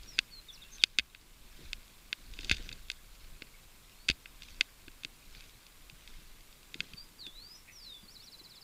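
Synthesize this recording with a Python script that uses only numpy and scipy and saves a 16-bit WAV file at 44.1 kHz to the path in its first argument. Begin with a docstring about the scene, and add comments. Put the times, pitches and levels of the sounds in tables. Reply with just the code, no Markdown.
"""A lake shore: a bicycle is shoved over lumpy, leafy ground, the microphone above it in a hard case.
At first a near songbird whistles glides while jolts make parts click and knock, each click coloured by
the case; the gain ducks after the loudest. Push by push, tyre and feet rustle in the plants, hardest at
2.5 s. From 6.3 s the walker comes to rest; the songbird returns, a farther bird adds falling notes,
and a trill closes the scene just after 8 s."""
import sys
import numpy as np
from scipy import signal
from scipy.fft import rfft, irfft, next_fast_len
from scipy.io import wavfile
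from scipy.ndimage import uniform_filter1d, map_coordinates

SR = 44100
rng = np.random.default_rng(int(sys.argv[2]) if len(sys.argv) > 2 else 0)


def inscribe(sig):
    """Save sig as 16-bit PCM at rate SR to the path in sys.argv[1].

    A 1-D sig is mono; a 2-D sig holds one channel per row.
    Samples are clipped to [-1, 1] before scaling.
    """
    pcm = np.round(np.clip(np.atleast_2d(sig).T, -1, 1) * 32767)
    wavfile.write(sys.argv[1], SR, pcm.astype(np.int16))


N = 380583
TOP_HZ = 15600  # upper edge of the recorder's band


def amp(db):
    """Decibels to gain."""
    return 10 ** (np.asarray(db) / 20)


def unit(x):
    """Scale to rms 1."""
    return x / np.sqrt(np.mean(x ** 2) + 1e-20)


def wobble(rate, size=N):
    """A smooth random curve, rate knots a second."""
    knots = rng.standard_normal(int(size * rate / SR) + 4)
    return map_coordinates(knots, [np.arange(size) * rate / SR])


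def filtered(x, response):
    """x through a gain that is a function of frequency."""
    size = next_fast_len(len(x) + SR // 8)
    return irfft(rfft(x, size) * response(np.fft.rfftfreq(size, 1 / SR)), size)[:len(x)]


def coloured(x, points):
    """x shaped by (f/Hz, level/dB) points, at rms 1."""
    f, db = np.transpose(points)
    return unit(filtered(x, lambda hz: amp(np.interp(np.log(hz + 1), np.log(f), db))))


def causal(gain):
    """The most compact causal response that has this gain on an FFT grid."""
    cepstrum = irfft(np.log(np.maximum(gain, 1e-6)))
    half = len(cepstrum) // 2
    return np.exp(rfft(cepstrum * np.r_[1, np.full(half - 1, 2), 1, np.zeros(half - 1)]))


def dying_noise(size, t60):
    """Noise of energy 1 that falls 60 dB in t60 seconds."""
    noise = rng.standard_normal(size) * amp(-60 * np.arange(size) / SR / t60)
    return noise / np.linalg.norm(noise)


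def add(track, s, sound):
    """Mix a sound into the track at time s."""
    part = track[max(0, round(s * SR)):][:len(sound)]
    part += sound[:len(part)]


# Spectrum of the still shore: f/Hz, relative level/dB
AIR_SPECTRUM = [(35, -34), (60, -7.5), (81, -3), (183, -10.5), (792, -15), (1070, -11), (1870, -16.5),
                (2100, -12.5), (2910, -15.5), (4030, -16), (6410, -19.5), (7030, -15.5), (9510, -18),
                (14500, -18.5), (15500, -21.5)]
def air(db=-61):
    """Distant air and the microphone's own hiss, both steady."""
    return amp(db) * coloured(rng.standard_normal(N), AIR_SPECTRUM)


# Other birds around the lake: t/s, length/s, f/Hz, width/Hz, rms level/dB before trim
HOARSE_CALLS = [(0.575, 0.014, 2710, 150, -54), (.595, 0.013, 2740, 150, -60),
                (0.644, 0.019, 2680, 150, -55), (0.712, 0.065, 6320, 614, -53),
                (3.53, 0.029, 2220, 300, -58.5), (7.672, 0.04, 2260, 850, -50)]
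def hoarse_calls(trim_db=-4.3):
    """Each short call is a tone broken up by fast, irregular beating."""
    out = np.zeros(N)
    for s, length, hz, width_hz, db in HOARSE_CALLS:
        size = int(length * SR)
        beating = wobble(width_hz, size) + 1j * wobble(width_hz, size)
        rasp = np.real(beating * np.exp(2j * np.pi * hz * np.arange(size) / SR))
        add(out, s, amp(db + trim_db) * unit(signal.windows.tukey(size, .5) * rasp))
    return out


def note(length, pitches_hz, crescendo_db=0, flutter_db=1.7, linger=.7, waver=.007):
    """One whistle eases through three pitches, fluttering on its way through the leaves."""
    size = int(length * SR)
    progress = np.linspace(0, 1, size)
    glide = progress + linger * (np.sin(np.pi * progress / 2) ** 2 - progress)  # slow at both ends
    pitch = np.polyval(np.polyfit([0, .5, 1], pitches_hz, 2), glide)
    pitch *= 1 + waver * wobble(196, size)
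    swell = signal.windows.tukey(size, .5) * amp(crescendo_db * progress + flutter_db * wobble(83.5, size))
    return unit(swell * np.sin(2 * np.pi * np.cumsum(pitch) / SR))


# A bird farther from the microphone: t/s, length/s, starting f/Hz
FALLING_NOTES = [(7.538, .08, 6000), (7.82, .05, 5550), (7.885, .069, 5120), (8.01, .051, 4950),
                 (8.214, .032, 3700), (8.53, .048, 3700)]
def far_bird(db=-63.3, sag_hz_per_s=8000):
    """Faint whistles, each sagging in pitch."""
    out = np.zeros(N)
    for s, length, hz in FALLING_NOTES:
        sag = sag_hz_per_s * length
        add(out, s, amp(db) * note(length, [hz, hz - sag / 2, hz - sag]))
    return out


# Gliding songbird whistles, mostly near, with one faint, distant one at 3.93 s:
# t/s, length/s, starting f/Hz, middle f/Hz, final f/Hz, rms level/dB before trim, crescendo/dB
SONG_GLIDES = [(.053, .16, 5800, 5200, 4450, -54, 0), (.3, .11, 4550, 4280, 4060, -50, 5),
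               (.481, .034, 3750, 3520, 3400, -46, 0), (.52, .052, 6300, 5200, 3700, -53.5, 3),
               (.616, .027, 3780, 3500, 3330, -49, 0), (.788, .05, 3850, 3420, 2950, -48, 0),
               (3.93, .19, 4050, 4480, 4850, -66, -3), (6.957, .098, 4610, 4740, 4960, -49, 0),
               (7.171, .14, 5050, 3780, 3460, -47, 0), (7.3, .29, 3550, 4550, 5230, -51, 8),
               (7.7, .32, 6150, 4200, 3430, -49.5, 7)]
def songbird_glides(trim_db=-4.3):
    """Pure whistles that slide down or up."""
    out = np.zeros(N)
    for s, length, *pitches_hz, db, crescendo_db in SONG_GLIDES:
        add(out, s, amp(db + trim_db) * note(length, pitches_hz, crescendo_db))
    return out


def songbird_trill(start_s=8.136, period_s=.0588, db=-54.8, fade_db_per_s=7, upsweep_db=-59.3):
    """Two arched syllables at half speed, then an even, fading run of falling ones."""
    out, upsweep_s = np.zeros(N), .072
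    for beat in [0, *range(2, 9)]:
        age = beat * period_s
        pitches_hz = np.array([5550, 4320, 3950]) * (1 + .012 * rng.standard_normal())
        gain = amp(db - fade_db_per_s * age + rng.standard_normal())
        add(out, start_s + age, gain * note(.046, pitches_hz, crescendo_db=5))
        if beat <= 2:  # a rising lead-in makes the arch
            upsweep = note(upsweep_s, [4100, 5050, 6000], crescendo_db=-5)
            add(out, start_s + age - .9 * upsweep_s, amp(upsweep_db) * upsweep)
    return out


def shore_echo(song, blur_db=-5.5, tail_db=-11):
    """Near branches blur each note at once; trees along the shore scatter a soft tail."""
    blur = amp(blur_db) * dying_noise(SR // 2, t60=.07)
    tail = amp(tail_db) * dying_noise(SR // 2, t60=.36)
    return signal.fftconvolve(song, blur + tail)[:N]


# Shoves of the bicycle: t/s at the height, half length/s, then level/dB before trim of leaves, soil, sway
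SHOVES = [(.11, .16, -57.5, -66, -51), (.82, .17, -57, -70, -54), (1.63, .14, -57, -62.5, -46),
          (2.53, .21, -49.2, -57, -40.5), (3.25, .22, -65, -73, -51), (4.5, .14, -57.5, -70, -51),
          (5.38, .14, -57, -74, -55.5), (6.15, .22, -60, -72, -50), (6.83, .11, -57, -60.5, -58)]
def pushing(rest_s=6.3, roundness=1.4, trim_db=(-3, 0, -.5)):
    """Levels in dB of leaves, soil and sway: a slow creep, and a swell and ebb for each shove."""
    t = np.arange(N) / SR
    creep_db, settle_db_per_s = np.array([-63.5, -70, -58.5]), [1.5, 0, 2]
    power = amp(creep_db[:, None] - np.outer(settle_db_per_s, np.maximum(t - rest_s, 0))) ** 2
    for s, half_length, *levels in SHOVES:
        swell = np.exp(-np.abs((t - s) / half_length) ** roundness)
        power += np.outer(amp(levels), swell) ** 2
    return 10 * np.log10(power) + np.array(trim_db)[:, None]


# Spectrum of the leaves below the microphone: f/Hz, relative level/dB
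LEAF_SPECTRUM = [(500, -31), (1100, -22), (1550, -5), (1850, -9.5), (2500, -3.5), (3000, -7), (3700, -3.5),
                 (4600, -7), (5600, -10.5), (7000, -14.5), (9000, -26.5), (14000, -43)]
def leaves(db, snaps_per_s=1300, spread_db=3.3, snap_share=.52, patch_db=3.2):
    """Tyre and feet crush leaves in tiny snaps."""
    snaps = (rng.random(N) < snaps_per_s / SR) * rng.standard_normal(N)
    snaps *= amp(spread_db * np.minimum(rng.exponential(size=N), 2))
    crush = snap_share * unit(snaps) + (1 - snap_share) * rng.standard_normal(N)
    # every leaf and stalk favours its own pitch for a moment
    spectra = signal.stft(crush, nperseg=512)[2]
    patches = uniform_filter1d(rng.standard_normal(spectra.shape), size=6, axis=0)
    patches = unit(uniform_filter1d(patches, size=3, axis=1))
    rustle = signal.istft(spectra * amp(patch_db * patches), nperseg=512)[1][:N]
    return amp(db) * coloured(rustle, LEAF_SPECTRUM)


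# Spectrum of the ground underfoot: f/Hz, relative level/dB
SOIL_SPECTRUM = [(50, -34), (110, -0.5), (300, -6), (500, -14), (900, -23), (2500, -60.5)]
def soil(db, uneven_db=2.8):
    """Tyre and feet press the soft soil with a low, uneven noise."""
    tread = coloured(rng.standard_normal(N), SOIL_SPECTRUM)
    return amp(db) * unit(tread * amp(uneven_db * wobble(35)))


# Spectrum of the rumble right at the microphone: f/Hz, relative level/dB
SWAY_SPECTRUM = [(15, -2.5), (28, 5), (60, -10.5), (90, -20), (200, -38), (600, -90)]
def sway(db, rock_db=2):
    """The carried camera rocks with the walk and rumbles."""
    rumble = coloured(rng.standard_normal(N), SWAY_SPECTRUM)
    return amp(db) * unit(rumble * amp(rock_db * wobble(10)))


# Dull bumps through the frame, close by: t/s, peak level/dB, f/Hz
FRAME_BUMPS = [(.988, -40, 210), (.992, -43.5, 55), (1.59, -50, 330), (1.635, -46, 60), (2.39, -44, 298),
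               (2.512, -28.5, 205), (2.517, -28, 65), (2.597, -45, 282), (3.418, -43.5, 305),
               (4.0987, -25, 172), (4.102, -35, 62), (4.877, -44.5, 290), (5.048, -47, 284),
               (5.925, -49.5, 148), (6.753, -43.5, 288), (6.797, -45, 160), (6.933, -45.5, 148),
               (7.268, -49, 290), (8.03, -51, 198), (8.41, -52.5, 335)]
def frame_bumps(full_scale_cycles=.17, loss_per_db=.054, grit=.61):
    """A jolt swings the frame; the heavier it is, the sooner the soft ground stops it."""
    out, t = np.zeros(N), np.arange(SR // 8) / SR
    for s, db, hz in FRAME_BUMPS:
        cycles = full_scale_cycles * np.exp(-loss_per_db * db)
        age = t * hz / cycles
        swing = np.sin(2 * np.pi * hz * t) + grit * wobble(3.31 * hz, len(t))
        thud = swing * age * np.exp(-2.5 * age)
        add(out, s, amp(db) * thud / np.abs(thud).max())
    return out


# Modes of the hard camera case around the microphone: f/Hz, width/Hz, level/dB
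CASE_MODES = [(282, 130, -17), (1560, 163, -8.5), (2126, 150, -3), (2597, 174, 1.5), (2840, 200, -24),
              (3270, 540, -5), (3654, 156, -3), (4580, 285, -5.5), (4820, 130, -16), (4980, 230, -16.5),
              (6020, 270, -18), (6900, 420, -20.5), (7870, 440, -28), (9300, 660, -33), (10440, 300, -32.5)]
# Narrow dips in the tone of the case: f/Hz, width/Hz, level/dB
CASE_DIPS = [(2030, 76, -1), (3030, 110, -3.5), (4300, 47, -13.5), (7660, 140, -14)]
def case_gain(hz):
    """Sound reaches the microphone through the case's short modes; a little leaks through the wall."""
    power = sum((amp(db) / (1 + ((hz * hz - centre * centre) / (2 * width * (hz + 1))) ** 2)) ** 2
                for centre, width, db in CASE_MODES)
    dips_db = sum(db * np.exp(-((hz - centre) / width) ** 2) for centre, width, db in CASE_DIPS)
    leak = amp(np.interp(hz, [1000, 11000, 12500], [-35, -46, -57]))
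    return np.sqrt(power + leak ** 2) * amp(dips_db)


def shell_laps(hz, lap_s=.000855, kept=.55):
    """A blow laps the shell of the case a few times, strongest on its first return."""
    delay = np.exp(-2j * np.pi * hz * lap_s)
    return (kept + delay) / (1 + kept * delay)


def rattle(start_s=2.518, length_s=.032, db=-35):
    """Loose parts buzz briefly after the jolt of the hardest shove, then settle."""
    out, size = np.zeros(N), int(length_s * SR)
    chatter = rng.standard_normal(size) * amp(3 * wobble(380, size))
    buzz = unit(filtered(chatter, case_gain))
    add(out, start_s, amp(db) * buzz * np.linspace(1, 0, size) ** .5)
    return out


def faint_contacts(leaves_db, count=28, above_db=21, spread_db=2, db_per_octave=7, chatter_db=-8):
    """Rows for clicks(): random ticks, denser and louder where the wheel crushes most leaves."""
    chance = np.cumsum(amp(leaves_db))
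    places = np.searchsorted(chance, chance[-1] * rng.random(count))
    return [(i / SR, leaves_db[i] + above_db + spread_db * rng.standard_normal(), db_per_octave, chatter_db)
            for i in places]


# Bicycle parts striking just below the microphone:
# t/s, peak level/dB before trim, brightness/(dB per octave), chatter/dB
PART_STRIKES = [(.0338, -38, 12, -7), (.1841, -30, -11, -14), (.1901, -6.5, .5, -14),
                (.8384, -.2, 3, -10.5), (.9874, -2, 2.5, -29), (.9959, -11, -2, -4),
                (1.1493, -30.5, -4.5, -19), (1.7321, -18, 3.5, -20), (2.1294, -15, -1.5, -12),
                (2.338, -35, 1, -10), (2.3905, -27, -2.5, -19), (2.4329, -36, -5, 0),
                (2.447, -24.5, 11, -10), (2.4971, -14, 1.5, -21), (2.514, -8, -4.5, -9.5),
                (2.517, -15.5, 15, -20), (2.6917, -26.5, 4, -10), (2.716, -36, -5, -5), (2.728, -30, 8, -1),
                (2.8854, -41, 8, -8), (2.9014, -17.5, 1.5, -18), (2.917, -26, 12.5, -19),
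                (3.422, -27, -3.5, -9), (4.0864, -17, 4, -7), (4.0899, -8.5, 1.5, -22),
                (4.1007, -10.5, 2.5, -8), (4.1122, -19.5, 1, -2), (4.2588, -33, -10, -9),
                (4.422, -32, 1, -12), (4.4337, -35.5, 9, -3), (4.4856, -39, 1, 2), (4.6107, -6, 0, -12),
                (4.8822, -34.5, -7.5, -8), (5.0356, -30, .5, -8), (5.0491, -19.5, 3.5, -32),
                (5.3503, -37.5, -6, -5), (5.667, -39, 11, -7), (5.899, -34.5, 1.5, -6),
                (6.077, -34.5, 3, -6), (6.744, -24.5, 2, -10), (6.8057, -15.5, -1.5, -14),
                (6.9365, -35.5, 1, -2), (7.267, -31, 2, -5)]
def clicks(faint, ring_db=-41, colour_db=2, trim_db=.1):
    """Each contact is one sharp tick with a little chatter after it, heard through the case."""
    out, size = np.zeros(N), SR // 10
    hz = np.fft.rfftfreq(size, 1 / SR)
    for s, db, db_per_octave, chatter_db in PART_STRIKES + faint:
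        force = amp(chatter_db) * dying_noise(size, t60=.024) + amp(ring_db) * dying_noise(size, t60=.099)
        force[0] += 1  # the blow itself
        tilt_db = db_per_octave * np.log2(np.clip(hz, 1700, 6500) / 3000)  # each contact has a brightness of its own
        # loose, chattering parts add a colour of their own
        knots_db = colour_db * amp(chatter_db / 2) * rng.standard_normal(40)
        own_db = np.interp(hz, np.linspace(0, TOP_HZ, len(knots_db)), knots_db)
        response = causal(case_gain(hz) * amp(tilt_db + own_db)) * shell_laps(hz)
        tick = irfft(rfft(force) * response)
        envelope = np.abs(signal.hilbert(tick))
        add(out, s - envelope.argmax() / SR, amp(db + trim_db) * tick / envelope.max())
    return out


def scene():
    """One microphone: still air behind, birds in the trees, the bicycle close by."""
    song = songbird_trill() + songbird_glides() + far_bird() + hoarse_calls()
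    background = air()
    leaves_db, soil_db, sway_db = pushing()
    bicycle = clicks(faint_contacts(leaves_db)) + frame_bumps() + rattle()
    walk = leaves(leaves_db) + soil(soil_db) + sway(sway_db)
    return (background + song + shore_echo(song) + walk + bicycle)[None]


def record(dry, threshold_db=-5, release_db_per_s=6, lag_s=.001):
    """The recorder's gain ducks just after a loud peak and creeps back; its band ends steeply."""
    x, t = dry[0], np.arange(N) / SR
    over_db = np.maximum(20 * np.log10(np.abs(x) + 1e-9) - threshold_db, 0)
    duck_db = np.maximum.accumulate(over_db + release_db_per_s * t) - release_db_per_s * t
    ducked = np.clip(x * amp(-np.interp(t - lag_s, t, duck_db)), -1, 1)
    return filtered(ducked, lambda hz: hz < TOP_HZ)[None]


dry = scene()
out = record(dry)
inscribe(out)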